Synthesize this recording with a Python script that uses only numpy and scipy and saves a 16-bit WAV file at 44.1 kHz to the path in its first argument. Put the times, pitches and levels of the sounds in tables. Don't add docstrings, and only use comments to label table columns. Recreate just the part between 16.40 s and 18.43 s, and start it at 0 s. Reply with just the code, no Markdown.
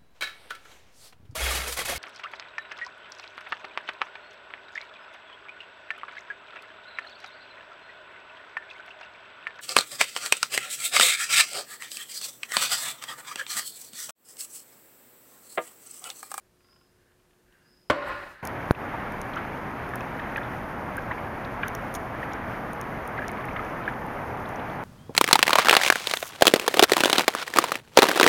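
import sys
import numpy as np
from scipy import signal
from scipy.fft import rfft, irfft, next_fast_len
from scipy.io import wavfile
from scipy.ndimage import uniform_filter1d, map_coordinates

SR = 44100
rng = np.random.default_rng(int(sys.argv[2]) if len(sys.argv) > 2 else 0)


def gain_from_decibels(decibels):
    exponent = np.asarray(decibels, float) / 20
    return 10 ** exponent


def materialize(psi):
    bounded = np.clip(np.atleast_2d(psi).T, -1, 1)
    quanta = np.round(bounded * 32767).astype(np.int16)
    wavfile.write(sys.argv[1], SR, quanta)


N = 89434

# (time [s], relative level [dB])
CONTACTS = [(1.499, -12), (1.5002, -14), (1.5019, -7), (1.5048, -19), (1.5085, -14), (1.5119, -31),
            (1.5154, -52.5), (1.522, -63)]
# (frequency [Hz], level when struck [dB], time to fall 60 dB [s],
# level when rubbed, before the filter is squared [dB])
PANEL = [(295.36, -1.5, 0.11146, -14.5), (325.54, -13, 0.2233, -12.5), (534.42, -3.5, 0.2604, -17.5),
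         (577.35, -6.5, 0.61614, -1), (592.99, -2, 0.2586, -3), (668.06, -1.5, 0.08785, -12.5),
         (1057, -9, 0.15, 2.5), (1067.1, -8.5, 0.08141, -6), (1393.8, -4.5, 0.06752, -6),
         (1435.4, 1, 0.3708, 0), (1733.7, -8, 0.16436, -3.5), (1916.9, -8, 0.0947, -7),
         (2550.4, -2, 0.06233, -8), (2903.1, -11.5, 0.0577, -10.5), (3253, -27, 0.067, -27)]
# (frequency [Hz], relative level [dB])
CLATTER_COLOUR = [(24, -35), (40, -17), (90, -2.5), (180, -13.5), (300, -3), (440, -12.5), (590, -0.5),
                  (800, -10.5), (1110, -3), (1430, -5), (2000, -10), (3000, -12), (4300, -22.5),
                  (5810, -32.5), (9000, -36.5), (12300, -44), (15800, -50.5)]
# (frequency [Hz], time to fall 60 dB [s])
CLATTER_DECAY = [(60, 0.08703), (300, 0.17664), (1000, 0.16706), (3000, 0.0741), (8000, 0.09007),
                 (14000, 0.091)]
# (time [s], level [dB])
SLIDE = [(1.505, -63.5), (1.53, -40.5), (1.57, -45), (1.62, -41), (1.68, -41), (1.74, -45), (1.82, -49),
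         (1.88, -51.5), (1.93, -57), (2.03, -50.5)]
# (frequency [Hz], relative level [dB])
SLIDE_COLOUR = [(18, -42.5), (30, -7), (64, -8.5), (262, -17.5), (369, -7), (453, -16), (582, -3),
                (624, -12), (801, -7.5), (1450, -5), (1590, -7.5), (1820, -6), (3450, -25.5), (4050, -22.5),
                (7000, -47.5), (9100, -68), (15400, -120)]
# (time [s], level [dB])
SKIN = [(1.63, -87.5), (1.665, -73), (1.685, -66), (1.705, -78.5), (1.74, -79), (1.85, -100)]
# (frequency [Hz], relative level [dB])
SKIN_COLOUR = [(3240, -31), (5500, -15), (6620, -5.5), (7730, 6.5), (10000, 0), (12500, 6), (15800, -23)]
# (time [s], level [dB])
BRUSH = [(0, -77.5), (.1, -84), (.5, -78), (.56, -74), (.73, -72.5), (.78, -81), (1.02, -76), (1.09, -71.5),
         (1.15, -65.5), (1.28, -70), (1.42, -76), (1.45, -100)]
# (frequency [Hz], width [Hz], relative level [dB])
BRUSH_BANDS = [(1596.4, 451, 4.5), (2847.7, 150, -1)]
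# (time [s], level [dB])
LEAVE = [(1.9, -78.5), (1.955, -55.5), (2.005, -52.5), (2.03, -59.5)]
# (frequency [Hz], width [Hz], relative level [dB])
LEAVE_BANDS = [(1588.5, 421.7, 1), (4371, 556, -9.5)]
# (time [s], relative strength [dB], ring level added to the strength [dB])
TICKS = [(0.2056, -53, -7.5), (0.2453, -53, -4), (0.2861, -53, -3), (0.3272, -52.5, -2),
         (0.3615, -52.5, -4), (0.412, -52.5, -4), (0.7182, -57, -31.5), (0.7994, -57, -6.5),
         (0.853, -55, -17), (0.9074, -53, -16.5), (0.9329, -56, -23.5), (1.125, -51, -28)]
# (frequency [Hz], relative level [dB], time to fall 60 dB [s])
HINGE = [(1076.6, -8.5, 0.11646), (1379.9, -5, 0.06083)]
# (frequency [Hz], relative level [dB])
SNAP_COLOUR = [(500, -24), (1000, -7), (2000, -7), (3200, -6.5), (4200, -19.5), (7000, -34)]
# (time [s], relative level [dB])
CLICKS = [(1.5638, -51)]
# (frequency [Hz], relative level [dB])
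CLICK_COLOUR = [(7000, -40), (10000, 6), (15000, -2.5), (16000, 8)]
# (start [s], swell [s], time to fade by 10 dB [s], level [dB])
TRILLS = [(.165, 0.16, 0.1329, -67), (1.2, 0.14, 0.2357, -66)]
# (frequency [Hz], relative level [dB])
ROOM_COLOUR = [(12, -33), (20, 2.5), (119, -1.5), (208, -2), (364, -7.5), (418, -6), (553, -8), (772, -13),
               (993, -13), (2050, -19), (14400, -26), (15700, -32.5)]
# (frequency [Hz], average level [dB])
HUM = [(360.7, -74), (9500, -89.5)]
# (frequency [Hz], time to fall 60 dB [s])
WALLS_DECAY = [(100, 0.4966), (1000, 0.6916), (10000, 0.177)]

CONTACT_S = 0.00010955
CLATTER_DB, CRACK_DB, CRACK_T60_S = -20.5, -2.5, 0.013396
RING_DB, RING_SCATTER_DB = -22, 3.5
THUD_DB, THUD_HZ, THUD_T60_S = -32.5, 82.92, 0.0894
SLIDE_BODY_DB, SLIDE_WIDEN, SLIDE_ROUGH_DB = -2.5, 1.925, 1.2
SNAP_DB, SNAP_T60_S = -9.5, 0.03355
CLICK_DB, CLICK_T60_S = 1.5, 0.00639
CRICKET_HZ, CRICKET_WIDTH_HZ, GLIDE_HZ = 5051.9, 270, 200
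PULSES_PER_S, PULSE_JITTER, PULSE_DEPTH = 130, 0.25, 0.4
CRICKET_STEADY = 0.7
WALLS_DB, ROOM_DB = -16, -65.5
LOW_CUT_HZ, TOP_HZ = 14.64, 15830
GAIN_AT_DB, GAIN_LIFT_DB = -27, 8.5
GAIN_RISE_S, GAIN_HOLD_S, GAIN_FALL_S = 0.19732, 0.44766, 0.04004


def unit(x):
    return x / np.sqrt(np.mean(x ** 2) + 1e-20)


def along(points, hz):
    f, v = np.transpose(points)
    return np.interp(np.log(hz + 1), np.log(f + 1), v)


def level(rows):
    s, db = np.transpose(rows)
    return gain_from_decibels(np.interp(np.arange(N) / SR, s, db, left=-120))


def wobble(rate):
    points = rng.standard_normal(int(N * rate / SR) + 4)
    return map_coordinates(points, [np.arange(N) * rate / SR])


def filtered(x, response):
    m = next_fast_len(len(x) + SR // 2)
    spectrum = rfft(x, m) * response(np.fft.rfftfreq(m, 1 / SR))
    return irfft(spectrum, m)[:len(x)]


def peaks(rows):
    def resonance(f, centre, width, db):
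        return gain_from_decibels(db) * 1j * f * width / (centre * centre - f * f + 1j * f * width)
    return lambda f: sum((-1) ** k * resonance(f, *row) for k, row in enumerate(rows))


def squared(response):
    return lambda f: response(f) * np.abs(response(f))


def coloured(spectrum):
    return unit(filtered(rng.standard_normal(N), lambda hz: gain_from_decibels(along(spectrum, hz))))


def dying(t60s, spectrum):
    t, mids = np.arange(SR // 2) / SR, np.geomspace(40, 16000, num=10)
    out = np.zeros(len(t))
    for k, hz in enumerate(mids):
        share = list(zip(mids, np.arange(len(mids)) == k))
        noise = rng.standard_normal(len(t))
        band = filtered(noise, lambda f: along(share, f) * gain_from_decibels(along(spectrum, f)))
        out += band * gain_from_decibels(-60 * t / along(t60s, hz))
    return out


def strikes(events, modes, scatter_db):
    out, t = np.zeros(N + SR), np.arange(SR // 2) / SR
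    for s, db in events:
        ring = np.zeros(len(t))
        for hz, mode_db, t60 in modes:
            fade = gain_from_decibels(mode_db + rng.normal(0, scatter_db) - 60 * t / t60)
            ring += fade * np.sin(2 * np.pi * hz * t)
        out[round(s * SR):][:len(t)] += gain_from_decibels(db) * ring * (1 - np.exp(-t / CONTACT_S))
    return out[:N]


def snaps(events, spectrum, t60_s):
    out, t = np.zeros(N + SR), np.arange(SR // 10) / SR
    soft_edge = 1 - np.exp(-(t / CONTACT_S) ** 2)
    for s, db in events:
        burst = coloured(spectrum)[:len(t)]
        out[round(s * SR):][:len(t)] += gain_from_decibels(db - 60 * t / t60_s) * soft_edge * burst
    return out[:N]


def knock():
    first = CONTACTS[0][0]
    clatter = dying(CLATTER_DECAY, CLATTER_COLOUR)
    clatter = clatter / np.std(clatter[:SR // 100])
    rise = 1 - np.exp(-np.arange(len(clatter)) / SR / 0.002185)
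    frame = np.pad(rise * clatter, (round(first * SR), N))[:N]
    thud = strikes([(first, THUD_DB)], [(THUD_HZ, 0, THUD_T60_S)], 1)
    cracks = snaps(CONTACTS, CLATTER_COLOUR, CRACK_T60_S)
    ring = strikes(CONTACTS, [row[:3] for row in PANEL], RING_SCATTER_DB)
    return thud + gain_from_decibels(CLATTER_DB) * frame + gain_from_decibels(CRACK_DB) * cracks + gain_from_decibels(RING_DB) * ring


def palm():
    rough = gain_from_decibels(SLIDE_ROUGH_DB * wobble(60) + 0.6974 * wobble(300))
    modes = peaks([(hz, SLIDE_WIDEN * np.log(1000) / np.pi / t60, db) for hz, _, t60, db in PANEL])
    body = unit(filtered(rough * rng.standard_normal(N), squared(modes)))
    slide = unit(rough * coloured(SLIDE_COLOUR) + gain_from_decibels(SLIDE_BODY_DB) * body)
    swish = gain_from_decibels(2.122 * wobble(250)) * coloured(SKIN_COLOUR)
    return level(SLIDE) * slide + level(SKIN) * swish


def fingers():
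    out = np.zeros(N)
    for stroke, bands in (BRUSH, BRUSH_BANDS), (LEAVE, LEAVE_BANDS):
        friction = gain_from_decibels(1.92 * wobble(50.063)) * rng.standard_normal(N)
        out += level(stroke) * unit(filtered(friction, squared(peaks(bands))))
    return out


def hinge():
    rings = strikes([(s, db + ring) for s, db, ring in TICKS], HINGE, 0.92)
    return gain_from_decibels(SNAP_DB) * snaps([row[:2] for row in TICKS], SNAP_COLOUR, SNAP_T60_S) + rings


def bright_click():
    return gain_from_decibels(CLICK_DB) * snaps(CLICKS, CLICK_COLOUR, CLICK_T60_S)


def cricket():
    t = np.arange(N) / SR
    cycle = np.cumsum(PULSES_PER_S * (1 + PULSE_JITTER * wobble(32))) / SR
    pulses = 1 + PULSE_DEPTH * np.cos(2 * np.pi * cycle)

    def slow_noise():
        return unit(filtered(rng.standard_normal(N), lambda f: np.exp(-(f / CRICKET_WIDTH_HZ) ** 4)))

    out = np.zeros(N)
    for s, swell, fade, db in TRILLS:
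        up = np.clip((t - s) / swell, 0, 1)
        phase = 2 * np.pi * np.cumsum(CRICKET_HZ - GLIDE_HZ * (1 - up)) / SR
        rasp = (slow_noise() + CRICKET_STEADY) * np.sin(phase) + slow_noise() * np.cos(phase)
        shape = up * gain_from_decibels(-10 * (np.clip(t - s - swell, 0, None) / fade) ** 0.8095)
        out += gain_from_decibels(db) * shape * unit(pulses * rasp)
    return out


def workshop(x):
    tail = dying(WALLS_DECAY, [(100, 0)])
    return signal.fftconvolve(np.pad(x, (400, 0)), tail / np.linalg.norm(tail))[:N]


def room_tone():
    t = np.arange(N) / SR
    hum = np.zeros(N)
    for hz, db in HUM:
        loudness = gain_from_decibels(db + 1.512 * wobble(14.859)) * np.sqrt(2)
        hum += loudness * np.sin(2 * np.pi * hz * t + 0.4872 * wobble(11.199))
    return gain_from_decibels(ROOM_DB + 0.2667 * wobble(8.08)) * coloured(ROOM_COLOUR) + hum


def gain_control(x):
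    t = np.arange(N) / SR
    loud = uniform_filter1d(x ** 2, size=SR // 100) > gain_from_decibels(2 * GAIN_AT_DB)
    since_loud = t - np.maximum.accumulate(np.where(loud, t, -10))
    held = np.clip((GAIN_HOLD_S - since_loud) / GAIN_FALL_S, 0, 1)
    creep = np.clip(np.cumsum(held) / (GAIN_RISE_S * SR), 0, 1)
    return x * gain_from_decibels(GAIN_LIFT_DB * creep * held)


def scene():
    near = knock() + hinge() + bright_click()
    echo = gain_from_decibels(WALLS_DB) * workshop(near)
    return (near + echo + palm() + fingers() + cricket() + room_tone())[None]


def low_pass(x):
    return signal.sosfilt(signal.butter(12, 16250, fs=SR, output="sos"), x)


def record(dry):
    def microphone(hz):
        return (1j * hz / (LOW_CUT_HZ + 1j * hz)) ** 2 * (hz < TOP_HZ)
    mix = gain_control(filtered(dry[0], microphone))[None]
    return low_pass(mix)


dry = scene()
out = record(dry)
materialize(out)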